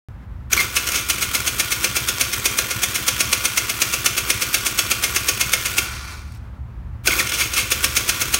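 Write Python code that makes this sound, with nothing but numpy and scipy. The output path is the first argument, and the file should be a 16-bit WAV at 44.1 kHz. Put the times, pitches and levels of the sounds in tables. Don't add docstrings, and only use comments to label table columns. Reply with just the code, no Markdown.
import sys
import numpy as np
from scipy import signal
from scipy.fft import rfft, irfft, next_fast_len
from scipy.io import wavfile

SR = 44100
rng = np.random.default_rng(int(sys.argv[2]) if len(sys.argv) > 2 else 0)


def log_audio(samples):
    frames = np.atleast_2d(samples).T
    limited = np.clip(frames, -1, 1)
    pcm = np.round(limited * 32767).astype(np.int16)
    wavfile.write(sys.argv[1], SR, pcm)


N = 369999

# time in seconds, relative level in dB, length in seconds.
GRINDS = [(0.609, -22, 0.018), (0.961, -18.5, 0.022), (7.203, -17.5, 0.011), (7.411, -19, 0.025),
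          (7.586, -17, 0.022)]
# frequency in Hz, relative level in dB.
TOOTH_TIP_COLOUR = [(300, -30), (1200, 0.5), (2400, -3.5), (4500, -2), (6500, 0.5), (9000, -0.5),
                    (10300, -4), (15500, -1)]


def from_db(db):
    return 10 ** (np.asarray(db) / 20)


def rms_one(x):
    return x / np.sqrt(np.mean(x ** 2) + 1e-20)


def seconds():
    return np.arange(N) / SR


def level(rows):
    s, db = np.transpose(rows)
    return from_db(np.interp(seconds(), s, db)) * (seconds() >= s[0])


def bump(at_s, width_s):
    return np.exp(-((seconds() - at_s) / width_s) ** 2 / 2)


def drift(per_s):
    steps = rng.standard_normal(N // 20)
    return rms_one(np.interp(seconds() * per_s, np.arange(len(steps)), steps))


def colour(x, points):
    hz, db = np.transpose(points)
    size = next_fast_len(N)
    bins = np.maximum(np.fft.rfftfreq(size, 1 / SR), 1)
    gain = from_db(np.interp(np.log(bins), np.log(hz), db))
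    return rms_one(irfft(rfft(x, size) * gain, size)[:N])


def room_tone(hum_hz=65, air_db=-51.5):
    # time in seconds, relative level in dB.
    rumble_levels = [(.08, -34.5), (.48, -33), (.7, -38.5), (4.8, -41), (6.0, -34.5), (7.0, -32.5),
                     (7.3, -37), (8.39, -34.5)]
    # frequency in Hz, relative level in dB.
    rumble_colour = [(20, -51), (33, -26), (46, -5.5), (55, -5.5), (67, -9.5), (74, -4), (100, -13.5),
                     (118, -7.5), (135, -17.5), (200, -22), (300, -32.5), (500, -51), (1500, -85)]
    air_colour = [(100, -14), (300, -1.5), (600, -3.5), (1000, -1.5), (1450, -4.5), (2000, -9.5),
                  (3000, -17.5), (4500, -24.5), (6000, -27.5), (9000, -32), (15500, -31.5)]
    pitch = hum_hz * (1 + .055 * drift(10))
    hum = from_db(-1.5 + 1.5 * drift(20)) * np.sin(2 * np.pi * np.cumsum(pitch) / SR)
    rumble = from_db(-0.5) * colour(rng.standard_normal(N), rumble_colour)
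    air = from_db(air_db + drift(34)) * colour(rng.standard_normal(N), air_colour)
    return (level(rumble_levels) * (hum + rumble) + air) * (seconds() > .086)


def starter_drive(attack_s=0.013, release_s=0.06, surge_db=6.5, sag_db=-4):
    # press in seconds, release in seconds.
    tries = [(0.497, 5.82), (7.036, 8.5)]
    t, held = seconds(), np.zeros(N)
    for on, off in tries:
        attack = 1 - np.exp(-np.maximum(t - on, 0) / attack_s)
        held += attack * np.exp(-np.maximum(t - off, 0) / release_s)
    surge = sum(bump(on + 0.1, width_s=0.035) for on, _ in tries)
    sag = sum(bump(s + 0.09, width_s=0.035) for s, _, _ in GRINDS)
    return held * from_db(-28.5 + surge_db * surge + sag_db * sag)


def teeth(per_s, spread_db, rub):
    sizes = from_db(spread_db * np.minimum(rng.exponential(1, N), 3))
    impacts = sizes * (rng.random(N) < per_s / SR)
    power = signal.lfilter([1], [1, -np.exp(-2000 / SR)], impacts ** 2 + 1e-18)
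    return np.sqrt(power / power.mean() + rub ** 2) * rng.standard_normal(N)


def gear_rattle(rotor_hz=82, throb_db=1.5, ticks_per_s=30, tick_s=0.002):
    # frequency in Hz, relative level in dB.
    rattle_colour = [(80, -18), (190, 2.5), (260, -2.5), (400, -4), (650, -13), (900, -6), (1200, 3),
                     (1800, -4), (2400, -3.5), (3300, -1.5), (4100, -5.5), (6500, -4.5), (7500, -5),
                     (10300, -9), (15500, -4)]
    rotor_phase = 2 * np.pi * np.cumsum(rotor_hz * (1 + .08 * drift(12))) / SR
    ticks = (rng.random(N) < ticks_per_s / SR) * rng.random(N) * from_db(7)
    play = signal.lfilter([1], [1, -np.exp(-1 / (tick_s * SR))], ticks + 1e-18)
    throb = from_db(-2 + throb_db * np.sin(rotor_phase) - 0.26 * drift(180))
    rattle = colour(teeth(per_s=2200, spread_db=5, rub=0.12), rattle_colour)
    return starter_drive() * throb * np.sqrt(1 + play ** 2) * rattle


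def turn_clashes(firm_db=-11, firm_length_s=0.0044, db_per_doubling=9, brightness_db=0.3):
    # time in seconds, crank turns done.
    cranking = [
        [(1.104, 0), (1.603, 4), (2.091, 8), (2.46, 11), (2.59, 12), (3.579, 20), (4.668, 29), (5.042, 32),
         (5.785, 38)],
        [(7.721, 0), (8.344, 5)],
    ]
    # time in seconds, relative level in dB.
    even_bite = [(1.85, -12.5), (2.34, -19), (2.55, -11.5), (8.3, -12)]
    odd_bite = [(1.9, -17), (2.21, -11.5), (2.46, -11), (2.71, -21), (2.96, -18.5), (3.21, -12.5),
                (3.45, -13.5), (3.7, -19), (4.0, -18), (4.43, -17), (4.92, -13), (5.41, -13), (5.66, -19),
                (7.7, -11.5), (7.97, -10.5), (8.22, -15)]
    rows = []
    for marks in cranking:
        times, turns = np.transpose(marks)
        for turn in range(int(turns[-1]) + 1):
            s = np.interp(turn, turns, times)
            bite = odd_bite if len(rows) % 2 else even_bite
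            db = np.interp(s, *np.transpose(bite))
            length = firm_length_s * 2 ** ((firm_db - db) / db_per_doubling)
            rows.append((s, db, length, brightness_db))
    return rows


def all_clashes(grind_brightness_db=-2.5):
    # time in seconds, relative level in dB, length in seconds, brightness in dB.
    catches = [(0.534, -13.5, 0.0031, -4), (0.77, -15, 0.0071, -0.5), (0.875, -20, 0.0062, -1.5),
               (0.89, -19, 0.0025, 0), (0.921, -25.5, 0.004, 12), (1.212, -31, 0.0029, 17),
               (7.075, -11, 0.004, -1.5), (7.273, -24.5, 0.0054, -2), (7.296, -22.5, 0.0058, 2),
               (7.322, -20.5, 0.004, -8), (7.346, -23, 0.014, 1), (7.539, -18.5, 0.0037, 3)]
    grinds = [(s, db, length, grind_brightness_db) for s, db, length in GRINDS]
    return list(catches) + grinds + turn_clashes()


def scrapes(gain_db=-23, lead_s=0.018, threshold_db=-18.5):
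    force = np.zeros(N)
    for s, db, _, brightness in all_clashes():
        if db > threshold_db:
            near = slice(int((s - lead_s) * SR), int(s * SR))
            rise = np.linspace(.01, 1, len(force[near])) ** 0.11
            force[near] += from_db(gain_db + brightness / 2) * rise
    return force * colour(teeth(per_s=2300, spread_db=-0.5, rub=1), TOOTH_TIP_COLOUR)


def squeals(gain_db=-5, waver=0.0433, octave_db=-8):
    # peak time in seconds, half-width in seconds, pitch in Hz,
    # glide in octaves per second, relative level in dB.
    glides = [(.532, 0.003, 2255, -13.5, -12.5), (.533, 0.0021, 6500, -3.5, -3),
              (.536, 0.0032, 1480, -18.5, -13), (0.579, 0.0028, 2260, -5, -12.5),
              (0.6, 0.0086, 2160, -2.5, -14), (5.785, 0.0035, 2510, -14, -14.5),
              (7.082, .004, 1550, -30, -12.5), (7.083, 0.0095, 422.3, -60.5, -24),
              (7.11, 0.0031, 2250, -37.5, -14), (7.132, .004, 2195, -2.5, -18),
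              (7.2, 0.0083, 2170, -20, -12.5), (7.419, 0.0051, 2300, -2, -20)]
    out, t = np.zeros(N), seconds()
    wander = 1 + waver * drift(600)
    grip = from_db(2.5 * drift(700))
    for s, width, hz, glide, db in glides:
        near = slice(int(s * SR) - SR // 30, int(s * SR) + SR // 30)
        dt = t[near] - s
        swell = from_db(db + gain_db) * np.exp(-(dt / width) ** 2 / 2)
        phase = 2 * np.pi * np.cumsum(hz * 2 ** (glide * dt) * wander[near]) / SR
        out[near] += swell * (np.sin(phase) + from_db(octave_db) * np.sin(2 * phase))
    return out * grip


def clash_force(dt, length, tail_db=-12, tail_s=0.025):
    rise = (dt / (0.79 * length)) ** 2 / 2
    fall = np.abs(dt) / (1.32 * length)
    slam = np.exp(-np.where(dt < 0, rise, fall))
    chatter = from_db(tail_db) * np.exp(-np.abs(dt) / tail_s) * (dt >= 0)
    return np.sqrt(slam ** 2 + chatter ** 2)


def clashes(split_hz=4000, neutral_brightness_db=2):
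    low_power, high_power, t = np.zeros(N), np.zeros(N), seconds()
    for s, db, length, brightness in all_clashes():
        near = slice(int(s * SR) - SR // 10, int(s * SR) + SR // 10)
        force = from_db(db) * clash_force(t[near] - s, length)
        tilt = from_db((brightness - neutral_brightness_db) / 2)
        low_power[near] += (force / tilt) ** 2
        high_power[near] += (force * tilt) ** 2
    # frequency in Hz, relative level in dB.
    clash_colour = [(100, -24), (300, -13.5), (800, -19), (1100, -7), (2000, -8), (2550, -2.5),
                    (3400, -4.5), (4200, -6), (5000, -3), (6400, 0), (7400, -6.5), (9300, -5.5),
                    (10300, -8.5), (15500, -8.5)]
    impacts = colour(teeth(per_s=2500, spread_db=2, rub=0.77), clash_colour)
    low = signal.sosfiltfilt(signal.butter(2, split_hz, fs=SR, output="sos"), impacts)
    return low * np.sqrt(low_power) + (impacts - low) * np.sqrt(high_power)


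def knocks(gain_db=15, floor_echo_s=0.00738, shudder_s=0.029, band_hz=(270, 702)):
    jolts, dt = np.zeros(N), np.arange(SR // 5) / SR
    for s, db, _, _ in all_clashes():
        start = int((s - .001) * SR)
        shake = from_db(-36) * rng.standard_normal(len(dt)) * np.exp(-dt / shudder_s)
        shake[[0, int(floor_echo_s * SR)]] += [1, from_db(-3)]
        jolts[start:start + len(dt)] += from_db(db + gain_db) * shake[:N - start]
    return -signal.sosfilt(signal.butter(2, band_hz, "band", fs=SR, output="sos"), jolts + 1e-18)


def exhaust(pipe_hz=112, overtone_hz=195, delay_s=0.052, swell_s=0.0162, puff_db=-30.5, spread_db=2):
    out, dt = np.zeros(N + SR), np.arange(SR // 5) / SR
    swell = (dt / swell_s) ** 2 * np.exp(2 - 2 * dt / swell_s)
    peaks_s = [row[0] + delay_s for row in list(GRINDS) + turn_clashes()]
    levels_db = rng.normal(puff_db, spread_db, len(peaks_s))
    detunes = rng.normal(1, .04, (len(peaks_s), 2))
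    for s, db, detune in zip(peaks_s, levels_db, detunes):
        boom = np.sin(2 * np.pi * pipe_hz * detune[0] * dt)
        overtone = from_db(-12) * np.sin(2 * np.pi * overtone_hz * detune[1] * dt)
        start = int((s - swell_s) * SR)
        out[start:start + len(dt)] += from_db(db) * swell * (boom + overtone)
    return out[:N]


def coast(gain_db=-3):
    # time in seconds, relative level in dB.
    spin_down = [(5.76, -64), (5.82, -34.5), (6.12, -36), (6.19, -43), (6.24, -50.5), (6.36, -49.5),
                 (6.42, -85)]
    # frequency in Hz, relative level in dB.
    whirr_colour = [(100, -18), (250, -6.5), (550, -15.5), (1000, 1.5), (1300, 5.5), (1800, -1),
                    (2400, -1.5), (3000, -6.5), (4500, -1.5), (6900, -6.5), (7500, -11), (9600, -10),
                    (10300, -14.5), (15500, -15)]
    envelope = level(spin_down) * from_db(gain_db + drift(150))
    return envelope * colour(teeth(per_s=2300, spread_db=7, rub=.9), whirr_colour)


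def last_ticks(decay_s=.004):
    # start in seconds, level in dB.
    ticks = [(5.918, -37.5), (6.278, -52), (6.321, -48), (6.348, -46), (6.371, -50.5)]
    t = seconds()
    force = sum(from_db(db) * np.exp(-np.abs(t - s) / decay_s) * (t > s) for s, db in ticks)
    return force * colour(rng.standard_normal(N), TOOTH_TIP_COLOUR)


def drive_case(x, coupling):
    # frequency in Hz, width in Hz, lift in dB at full coupling.
    resonances = [(252, 10, 4.6), (332, 34, 8.8), (392, 35, 6.5), (514, 23, 11.0), (652, 63, 8.4),
                  (1142, 30, 3.3), (1318, 33, 5.9), (1438, 56, 8.7), (1605, 28, 5.4), (1869, 92, 4.2),
                  (2135, 48, 8.9), (2359, 201, 8.4), (2630, 100, 5.5), (2920, 57, 4.5), (3169, 57, 4.3),
                  (3422, 176, 5.6), (4096, 103, 4.2), (4621, 96, 6.0), (5435, 80, 6.3), (5989, 88, 6.2),
                  (6584, 144, 5.6), (7955, 102, 4.2), (9003, 352, 7.0), (9582, 288, 4.2), (11011, 171, 7.0),
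                  (12330, 178, 4.2), (12892, 139, 4.2), (13864, 111, 6.0)]
    for hz, width_hz, lift_db in resonances:
        radius = np.exp(-np.pi * width_hz / SR)
        feedforward = np.array([1, 0, -1]) * (1 - radius ** 2) / 2
        feedback = [1, -2 * radius * np.cos(2 * np.pi * hz / SR), radius ** 2]
        ring = signal.lfilter(feedforward, feedback, x + 1e-18)
        x = x + (from_db(coupling * lift_db) - 1) * ring
    return x


def garage(x, near_db, hall_db, near_t60_s=0.039, hall_t60_s=0.56, wall_hz=7000):
    dt = np.arange(SR) / SR
    scatter, tail = rng.standard_normal((2, SR))
    scatter *= from_db(-60 * dt / near_t60_s) * (dt > .002)
    tail = signal.lfilter(*signal.butter(1, wall_hz, fs=SR), tail)
    tail *= from_db(-60 * dt / hall_t60_s) * (dt > .012)
    echoes = from_db(near_db) * scatter / np.linalg.norm(scatter)
    echoes += from_db(hall_db) * tail / np.linalg.norm(tail)
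    return x + signal.fftconvolve(x, echoes)[:N]


def scene():
    blows = garage(drive_case(clashes() + scrapes(), coupling=0.91), near_db=-10, hall_db=-11.5)
    gears = gear_rattle() + coast() + last_ticks()
    running = garage(drive_case(gears, coupling=0.79), near_db=-8.5, hall_db=-10.5)
    tones = garage(drive_case(knocks() + squeals(), coupling=0.88), near_db=-17, hall_db=-18)
    return (blows + running + tones + exhaust() + room_tone())[None]


def record(dry, cutoff_hz=15850):
    return signal.sosfilt(signal.ellip(12, .2, 80, cutoff_hz, fs=SR, output="sos"), np.tanh(dry))


dry = scene()
out = record(dry)
log_audio(out)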